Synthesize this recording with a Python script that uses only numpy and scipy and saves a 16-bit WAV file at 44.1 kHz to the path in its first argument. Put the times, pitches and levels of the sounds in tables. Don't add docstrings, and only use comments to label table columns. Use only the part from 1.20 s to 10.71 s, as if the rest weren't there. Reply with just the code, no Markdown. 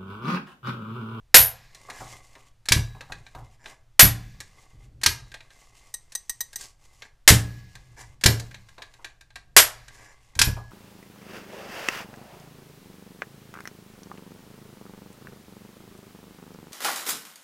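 import sys
import numpy as np
from scipy import signal
from scipy.fft import rfft, irfft, next_fast_len
from scipy.io import wavfile
from scipy.ndimage import map_coordinates

SR = 44100
rng = np.random.default_rng(int(sys.argv[2]) if len(sys.argv) > 2 else 0)


def master(y):
    cut = np.clip(np.atleast_2d(y).T, -1, 1)
    pcm = np.round(cut * 32767)
    wavfile.write(sys.argv[1], SR, pcm.astype(np.int16))


N = 419377
T = np.arange(2 * SR // 5) / SR
TAIL = np.arange(SR) / SR


def amp(db):
    return 10 ** (np.asarray(db) / 20)


def unit(x):
    return x / np.sqrt(np.mean(x ** 2) + 1e-20)


def along(points, hz):
    freqs, values = np.transpose(points)
    return np.interp(np.log(hz + 1), np.log(freqs + 1), values)


def noise(spectrum, size=len(T)):
    n_fft = next_fast_len(size)
    gain = amp(along(spectrum, np.fft.rfftfreq(n_fft, 1 / SR)))
    return unit(irfft(rfft(rng.standard_normal(n_fft)) * gain, n_fft)[:size])


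def wobble(rate_hz, size=N):
    position = np.arange(size) * rate_hz / SR
    return map_coordinates(rng.standard_normal(8192), [position], order=2, mode="wrap")


def rise(attack_s):
    return 1 - np.exp(-T / attack_s)


def fade(t60_s, attack_s=0.00077):
    return np.exp(-np.log(1000) * T / t60_s) * rise(attack_s)


def hold(hold_s, t60_s, t=T):
    return amp(-60 * np.maximum(t - hold_s, 0) / t60_s)


def add(track, s, sound):
    part = track[round(s * SR):][:len(sound)]
    part += sound[:len(part)]


def swells(events, attack_s, t60_s):
    gain = np.zeros(N)
    for s, length_s, db in events:
        t = np.arange(round((length_s + t60_s) * SR)) / SR
        add(gain, s, amp(db) * hold(length_s, t60_s, t) * np.minimum(t / attack_s, 1))
    return gain


def ring(modes, scatter_db, blur):
    hz, db, t60_s = np.transpose(modes)[:, :, None]
    t = T[T < t60_s.max()]
    gain = amp(db + scatter_db * rng.standard_normal(db.shape))
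    drift = np.cumsum(rng.standard_normal((len(modes), len(t))), axis=1)
    drift *= np.sqrt(2 * np.pi * blur * hz / SR)
    waves = gain * np.exp(-np.log(1000) * t / t60_s) * np.sin(2 * np.pi * hz * t + drift)
    nominal_rms = np.sqrt(np.sum(amp(db) ** 2) / 2)
    return np.pad(waves.sum(0), (0, len(T) - len(t))) / nominal_rms


def long_ring(modes, scatter_db):
    hz, db, t60_s = np.transpose(modes)[:, :, None]
    gain = amp(db + scatter_db * rng.standard_normal(db.shape))
    return np.sum(gain * np.sin(2 * np.pi * hz * TAIL) * np.exp(-np.log(1000) * TAIL / t60_s), axis=0)


def slips(modes, per_s, spread_db=4):
    catches = (rng.random(N) < per_s / SR) * rng.choice([-1, 1], N)
    strength = amp(spread_db * rng.standard_normal(N))
    response = ring(modes, scatter_db=2.5, blur=0.013)
    return unit(signal.fftconvolve(catches * strength, response)[:N])


# (frequency [Hz], density [dB])
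ROOM_NOISE = [(20, 5), (75, -9), (125, -14), (220, -29), (830, -31), (1500, -33), (7100, -39.5),
              (15000, -50)]
# (frequency [Hz], density [dB])
BENCH_BOOM = [(20, -11.5), (40, 4.5), (90, -8.5), (120, 5.5), (170, -18), (260, -20.5), (600, -30.5),
              (1500, -69.5)]
# (start [s], length [s], level [dB])
SHIFTS = [(.79, 0.031, -45), (1.9, 0.071, -45), (2.15, 0.078, -47.5), (3.05, 0.11, -51),
          (3.53, 0.53, -49.5), (6.55, 0.43, -55), (8.15, 0.62, -59)]
def room_tone():
    rumble_gain = amp(-68.5) + swells(SHIFTS, attack_s=0.0054, t60_s=0.44)
    hum = amp(-69) * np.sin(2 * np.pi * 116 * np.arange(N) / SR)
    hiss = amp(-57.5) * noise(ROOM_NOISE, size=N)
    return hiss + hum + rumble_gain * noise(BENCH_BOOM, size=N)


# (time [s], level [dB], rattle t60 [s], band level [dB], band free swing [s],
# lever pitch [Hz], lever level [dB], guard level [dB], fin level [dB])
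TRIPS = [(0.1432, -1, 0.19, -2.5, 0.13, 1842, -16.5, -15.5, -53),
         (2.794, -2, 0.19, -3, 0.051, 1747, -18.5, -9.5, -51.5),
         (6.077, -2, 0.19, -14, 0.019, 1769, -8.5, -16, -47),
         (8.365, -1, 0.18, -12, 0.065, 2072, -12, -10.5, -54.5)]
# (frequency [Hz], density [dB])
RATTLE = [(120, -37.5), (300, -16), (680, -6), (1150, -8.5), (1750, -1), (2700, -4), (4400, -4),
          (7500, -4.5), (10500, -7), (12000, -9), (15000, -17)]
# (frequency [Hz], level [dB], t60 [s])
HOUSING_MODES = [(1130, -18, .05), (1610, 2, .12), (1760, 0, .08), (1890, -2, .07), (2200, -6, .07),
                 (2410, -2, .05), (3720, -8, .05), (4000, -2, .06), (4320, -9, .05)]
def brake_trips():
    out = np.zeros(N)
    for s, db, t60_s, _, _, lever_hz, lever_db, guard_db, _ in TRIPS:
        chatter = amp(1.5 * wobble(220, size=len(T)))
        envelope = fade(t60_s, attack_s=0.00036) + amp(-7.5) * fade(0.053)
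        rattle = noise(RATTLE) * chatter * envelope
        housing = amp(-18.5) * ring(HOUSING_MODES, scatter_db=-1.5, blur=0.0081)
        lever = amp(lever_db) * lever_ring(lever_hz)
        guard = amp(guard_db) * guard_shell(hz=697)
        add(out, s, amp(db) * (rattle + housing + lever + guard))
    return out


def lever_ring(hz, t60_s=0.06):
    return ring([(hz, 0, t60_s)], scatter_db=-0.5, blur=0.046)


# (frequency [x pitch], level [dB], t60 [s])
SHELL_MODES = [(1, 0, .045), (1.42, -6, .035), (2.25, -9, .03)]
def guard_shell(hz):
    modes = [(hz * ratio, db, t60_s) for ratio, db, t60_s in SHELL_MODES]
    return ring(modes, scatter_db=2.5, blur=0.06) * rise(0.003)


# (frequency [Hz], level [dB])
BAND_MODES = [(9178, -16), (10243, -12), (10330, -11), (11390, -1), (11482, -3), (12351, -15), (12545, -15),
              (12634, -15), (13503, -9), (13535, -11), (14656, -20)]
def band_ring(reset_lag_s=0.024, reset_db=-26.5, reset_free_s=0.016):
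    out = np.zeros(N)
    hz, mode_db = np.transpose(BAND_MODES)[:, :, None]
    swings = [(s, db, free_s) for s, _, _, db, free_s, *_ in TRIPS]
    releases = [(s + travel_s + reset_lag_s, reset_db + db, reset_free_s)
                for s, _, travel_s, db, *_ in RESETS]
    for s, db, free_s in swings + releases:
        gain = amp(mode_db + 2 * rng.standard_normal(hz.shape))
        waves = gain * np.sin(2 * np.pi * (hz * T + rng.random(hz.shape)))
        choke = hold(free_s, t60_s=0.3)
        add(out, s, amp(db) * unit(waves.sum(0)) * fade(0.34, attack_s=0.0073) * choke)
    return out


# (frequency [Hz], level [dB], t60 [s])
FIN_MODES = [(1606, -6, .8), (1676, 1, 1.2), (1760, -5, 1), (1880, -7, .7), (3892, -7, .9),
             (4325, -15, 1.3)]
# (frequency [Hz], density [dB])
FIN_SHIMMER = [(1200, -20), (1650, 0), (2000, -3), (2500, -4), (3100, -15), (4300, -10), (6000, -28)]
def fin_ring(shimmer_t60_s=1, reset_db_per_octave=8):
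    out = np.zeros(N)
    for s, db, *_, fins_db in TRIPS:
        shimmer = amp(db - 43 - 60 * TAIL / shimmer_t60_s) * noise(FIN_SHIMMER, size=SR)
        add(out, s, amp(fins_db) * long_ring(FIN_MODES, scatter_db=2.5) + shimmer)
    tilted = [(hz, db + reset_db_per_octave * np.log2(hz / FIN_MODES[0][0]), t60_s)
              for hz, db, t60_s in FIN_MODES]
    for s, _, travel_s, *_, fins_db in RESETS:
        add(out, s + travel_s, amp(fins_db) * long_ring(tilted, scatter_db=6.5))
    return out


# (start [s], length [s], rub level [dB], hiss level [dB])
RUBS = [(0.534, 0.56, -63.5, -61.5), (0.727, 0.22, -52, -53), (1.08, 0.19, -60, -64),
        (2.428, 0.091, -53.5, -56), (3.339, 0.073, -61.5, -59.5), (4.303, 1.2, -69, -66.5),
        (5.369, 0.076, -50.5, -44.5), (5.574, 0.28, -64, -64), (6.759, 0.058, -56.5, -51),
        (8.705, 0.15, -60, -59.5)]
# (frequency [Hz], density [dB])
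FRICTION = [(150, -11.5), (400, -5), (850, -2), (1350, -8.5), (1800, -1.5), (2800, 2.5), (4500, -10.5),
            (9000, -22)]
# (frequency [Hz], density [dB])
CONTACT_HISS = [(2000, -16.5), (4500, -1.5), (7000, 1), (10000, -6.5), (15000, -18)]
# (frequency [Hz], level [dB], t60 [s])
GUARD_MODES = [(484, -8.5, 0.0072), (815, 1, 0.009), (1100, -3.5, 0.025), (1620, -0.5, 0.013),
               (2090, -4, 0.042), (3450, -9, 0.014)]
def rubbing(grip_s=0.86, grip_rub_db=-64, grip_hiss_db=-68):
    grips = [(s, grip_s, grip_rub_db, grip_hiss_db) for s, *_ in TRIPS + RESETS]
    start_s, length_s, rub_db, hiss_db = np.transpose(RUBS + grips)
    rub_gain = swells(zip(start_s, length_s, rub_db), attack_s=0.038, t60_s=0.15)
    hiss_gain = swells(zip(start_s, length_s, hiss_db), attack_s=0.038, t60_s=0.15)
    drag = unit(amp(2.5 * wobble(480) + 2.5 * wobble(40)))
    friction = amp(-8) * rub_gain * noise(FRICTION, size=N)
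    hiss = amp(-2.5) * hiss_gain * noise(CONTACT_HISS, size=N)
    grit = amp(-3.5) * rub_gain * slips(GUARD_MODES, per_s=300)
    return drag * (friction + hiss) + grit


# (time [s], level [dB])
THUMPS = [(0.185, -23), (1.51, -21.5), (1.563, -17), (2.829, -10), (3.868, -29), (6.106, -6), (7.057, -11),
          (9.164, -30), (9.205, -23.5), (9.273, -17)]
# (frequency [Hz], level [dB], t60 [s])
BENCH_MODES = [(48, -13, .25), (81, -1, .25), (114, 0, .34), (134, -4, .25), (181, -6, .2), (226, -13, .18),
               (285, -15, .18), (436, -16, .13)]
# (frequency [Hz], density [dB])
SAW_BODY = [(60, -18), (200, 4), (400, 2.5), (750, -6.5), (1200, -10), (2500, -18.5)]
def bench_thumps(recoil_lag_s=0.0033, recoil_db=-30.5):
    out = np.zeros(N)
    recoils = [(s + recoil_lag_s, recoil_db) for s, *_ in TRIPS]
    for s, db in recoils + THUMPS:
        db_per_octave = 0.63 * (db + 10.5)
        modes = [(hz, mode_db + db_per_octave * np.log2(hz / 120), t60_s)
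                 for hz, mode_db, t60_s in BENCH_MODES]
        top = ring(modes, scatter_db=1, blur=0.004) * rise(0.002)
        boom = amp(-8) * noise(BENCH_BOOM) * fade(0.22, attack_s=0.002)
        body = amp(-16.5) * noise(SAW_BODY) * fade(0.22, attack_s=0.003)
        add(out, s, amp(db - 0.5) * (top + boom + body))
    return out + amp(-14) * echo(out, FAR_WALLS, delay_s=0.047)


# (time [s], level [dB], edge level [dB])
TICKS = [(0.547, -38, -4), (0.7, -30, -8.5), (1.1524, -42, -14), (1.8076, -31.5, -13.5),
         (1.9208, -26, -16.5), (2.065, -38.5, -31), (2.149, -40, -12), (2.4582, -31.5, -24.5),
         (3.2033, -29.5, -2.5), (4.117, -38.5, -11), (4.141, -28.5, -14), (4.205, -39, -22),
         (4.304, -44.5, -15.5), (4.9207, -41.5, 4), (5.33, -41.5, 3), (5.4093, -40.5, 8.5),
         (5.821, -31, -18), (6.553, -36.5, -8), (7.197, -32, 2), (7.311, -39, -14), (7.343, -32.5, -13),
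         (7.487, -44, -6), (7.581, -40, -25), (7.6198, -28, -17), (7.738, -44.5, -8), (7.845, -26, -12.5),
         (8.009, -42, -6), (8.104, -47, -24), (8.157, -29, -11), (8.681, -37.5, -7)]
# (frequency [Hz], density [dB])
CLICK = [(600, -33.5), (1300, -16), (1620, 1.5), (2150, -2), (2400, 2), (3150, -6.5), (4050, 0.5),
         (4900, -10.5), (6500, -12), (12000, -33.5)]
# (frequency [Hz], density [dB])
DULL_KNOCK = [(100, -14), (300, -3.5), (550, -2.5), (800, 2.5), (1200, 0), (2200, -31.5)]
def linkage_ticks(slack_db=-36.5, slack_edge_db=-4):
    out = np.zeros(N)
    slack = [(s - lead_s, slack_db, slack_edge_db) for s, lead_s, *_ in RESETS]
    for s, db, edge_db in TICKS + slack:
        click = amp(-4) * noise(CLICK) * fade(0.043, attack_s=0.00071)
        clink = amp(-10.5) * ring(HOUSING_MODES, scatter_db=3, blur=0.008) * rise(0.001)
        knock = amp(-16.5) * noise(DULL_KNOCK) * fade(0.08)
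        edge = amp(edge_db - 1.5) * noise(CONTACT_HISS) * fade(0.05)
        add(out, s, amp(db) * (click + clink + knock + edge))
    return out


# (time [s], level [dB], pitch [Hz])
KNOCKS = [(0.686, -35.5, 780), (0.806, -33.5, 816), (1.155, -45.5, 900), (1.748, -43.5, 1100),
          (1.806, -42.5, 540), (1.896, -39.5, 820), (2.148, -37, 760), (2.183, -42, 780), (2.452, -44, 800),
          (7.578, -42.5, 980), (7.79, -51, 900), (9.366, -35.5, 1020)]
def guard_knocks():
    out = np.zeros(N)
    for s, db, hz in KNOCKS:
        puff = amp(-3.5) * noise(DULL_KNOCK) * fade(0.18, attack_s=0.003)
        add(out, s, amp(db) * (guard_shell(hz) + puff))
    return out


# (start [s], length [s], level [dB])
SCRAPES = [(0.69, 0.13, -51), (2.39, 0.15, -59), (5.81, 0.052, -55), (6.765, 0.068, -49),
           (8.745, 0.17, -55.5)]
# (frequency [Hz], level [dB], t60 [s])
PIVOT_MODES = [(1000, -10, .02), (1770, 0, .025), (1900, -2, .025), (2250, -7, .015), (5110, -12, .015),
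               (5800, -10, .012), (7170, -8, .015)]
def pivot_scrapes():
    return swells(SCRAPES, attack_s=0.016, t60_s=0.095) * slips(PIVOT_MODES, per_s=790)


# (time [s], slack lead [s], travel to stop [s], first clack [dB], stop clack [dB],
# body level [dB], lever pitch [Hz], lever level [dB], fin level [dB])
RESETS = [(1.4861, 0.03, 0.034, -8, 3, -21, 2306, -4, -57),
          (3.834, 0.02, 0.027, -5.5, 3.5, -28, 1635, -15, -57.5),
          (7.0375, 0.026, .0222, -3, 5, -12.5, 1708, -15.5, -60.5),
          (9.191, 0.039, 0.024, -0.5, 4, -30, 1615, -10.5, -59.5)]
# (frequency [Hz], density [dB])
LATCH = [(400, -44.5), (950, -9), (1450, -9), (2200, -0.5), (3000, -3), (4000, 0.5), (5200, 2), (6500, -3),
         (10400, -7.5), (15000, -19)]
def brake_resets():
    out = np.zeros(N)
    snap = hold(0.0028, t60_s=0.038) * rise(0.001)
    for start_s, _, travel_s, first_db, stop_db, body_db, lever_hz, lever_db, _ in RESETS:
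        for s, db in (start_s, first_db), (start_s + travel_s, stop_db):
            crack = noise(LATCH) * (amp(3) * snap + amp(-13.5) * fade(0.15))
            body = amp(body_db + 2) * noise(SAW_BODY) * fade(0.22, attack_s=0.002)
            housing = amp(-10) * ring(HOUSING_MODES, scatter_db=2, blur=0.015)
            lever = amp(lever_db) * lever_ring(lever_hz)
            add(out, s, amp(db - 14.5) * (crack + body + housing + lever))
    return out


# (time [s], level [dB])
CLINKS = [(4.74, -13.5), (4.9509, -8.5), (5.095, -8.5), (5.2061, -7.5), (5.358, -12.5)]
# (frequency [Hz], touching level [dB], free level [dB])
DRUM_MODES = [(1888, -15, -17), (3900, -11, -31), (4928, -15, -35), (6075, -1, -21), (7060, -15, -34),
              (8285, -2, -23), (10950, -11, -32), (13880, -6, -28)]
def drum_clinks(touch_t60_s=0.032, free_t60_s=0.15, rebound_db=-2.5):
    out = np.zeros(N)
    touching = [(hz, db, touch_t60_s) for hz, db, _ in DRUM_MODES]
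    free = [(hz, db, free_t60_s) for hz, _, db in DRUM_MODES]
    for s, db in CLINKS:
        rebound_s = 0.0035 * (1 + rng.random() / 2)
        for lag_s, loss_db in (0, 0), (rebound_s, rebound_db):
            contact = (amp(-21.5) * noise(CONTACT_HISS) + amp(-36) * noise(DULL_KNOCK)) * fade(0.036)
            drum = amp(-10) * ring(touching, scatter_db=2, blur=0.011) * rise(0.0015)
            add(out, s + lag_s, amp(db + loss_db) * (drum + contact))
        add(out, s, amp(db - 15) * long_ring(free, scatter_db=2))
    return out


def echo(x, decay, delay_s):
    hz, t, spectra = signal.stft(rng.standard_normal(SR), SR, nperseg=256)
    damping = amp(-60 * t / along(decay, hz)[:, None])
    tail = signal.istft(spectra * damping, SR, nperseg=256)[1][:SR]
    tail *= 1 - np.exp(-(TAIL / delay_s) ** 2)
    return signal.fftconvolve(x, tail / np.linalg.norm(tail))[:N]


# (frequency [Hz], t60 [s])
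NEAR_WALLS = [(100, 0.047), (700, 0.46), (2000, .28), (5000, 0.26), (10000, .24), (15000, 0.079)]
# (frequency [Hz], t60 [s])
FAR_WALLS = [(100, 0.9), (700, 0.51), (2000, 0.93), (5000, 1.6), (9000, 0.65), (15000, 0.98)]
def scene():
    trips, clinks = brake_trips(), drum_clinks()
    handling = brake_resets() + linkage_ticks() + guard_knocks() + rubbing() + pivot_scrapes()
    near = amp(-11) * echo(handling + clinks / 2, NEAR_WALLS, delay_s=0.0047)
    near += amp(-17.5) * echo(trips, NEAR_WALLS, delay_s=0.012)
    far = amp(-43.5) * echo(trips + handling, FAR_WALLS, delay_s=0.027)
    direct = trips + band_ring() + fin_ring() + handling + clinks
    mono = direct + near + far + bench_thumps() + room_tone()
    return np.array([mono, mono])


def record(dry):
    hardness, cutoff_hz = 6, 15300
    clipped = dry / (1 + np.abs(dry) ** hardness) ** (1 / hardness)
    n_fft = next_fast_len(N + SR // 2)
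    lowpass = 1 / (1 + (np.fft.rfftfreq(n_fft, 1 / SR) / cutoff_hz) ** 120)
    return irfft(rfft(clipped, n_fft) * lowpass, n_fft)[:, :N]


dry = scene()
out = record(dry)
master(out)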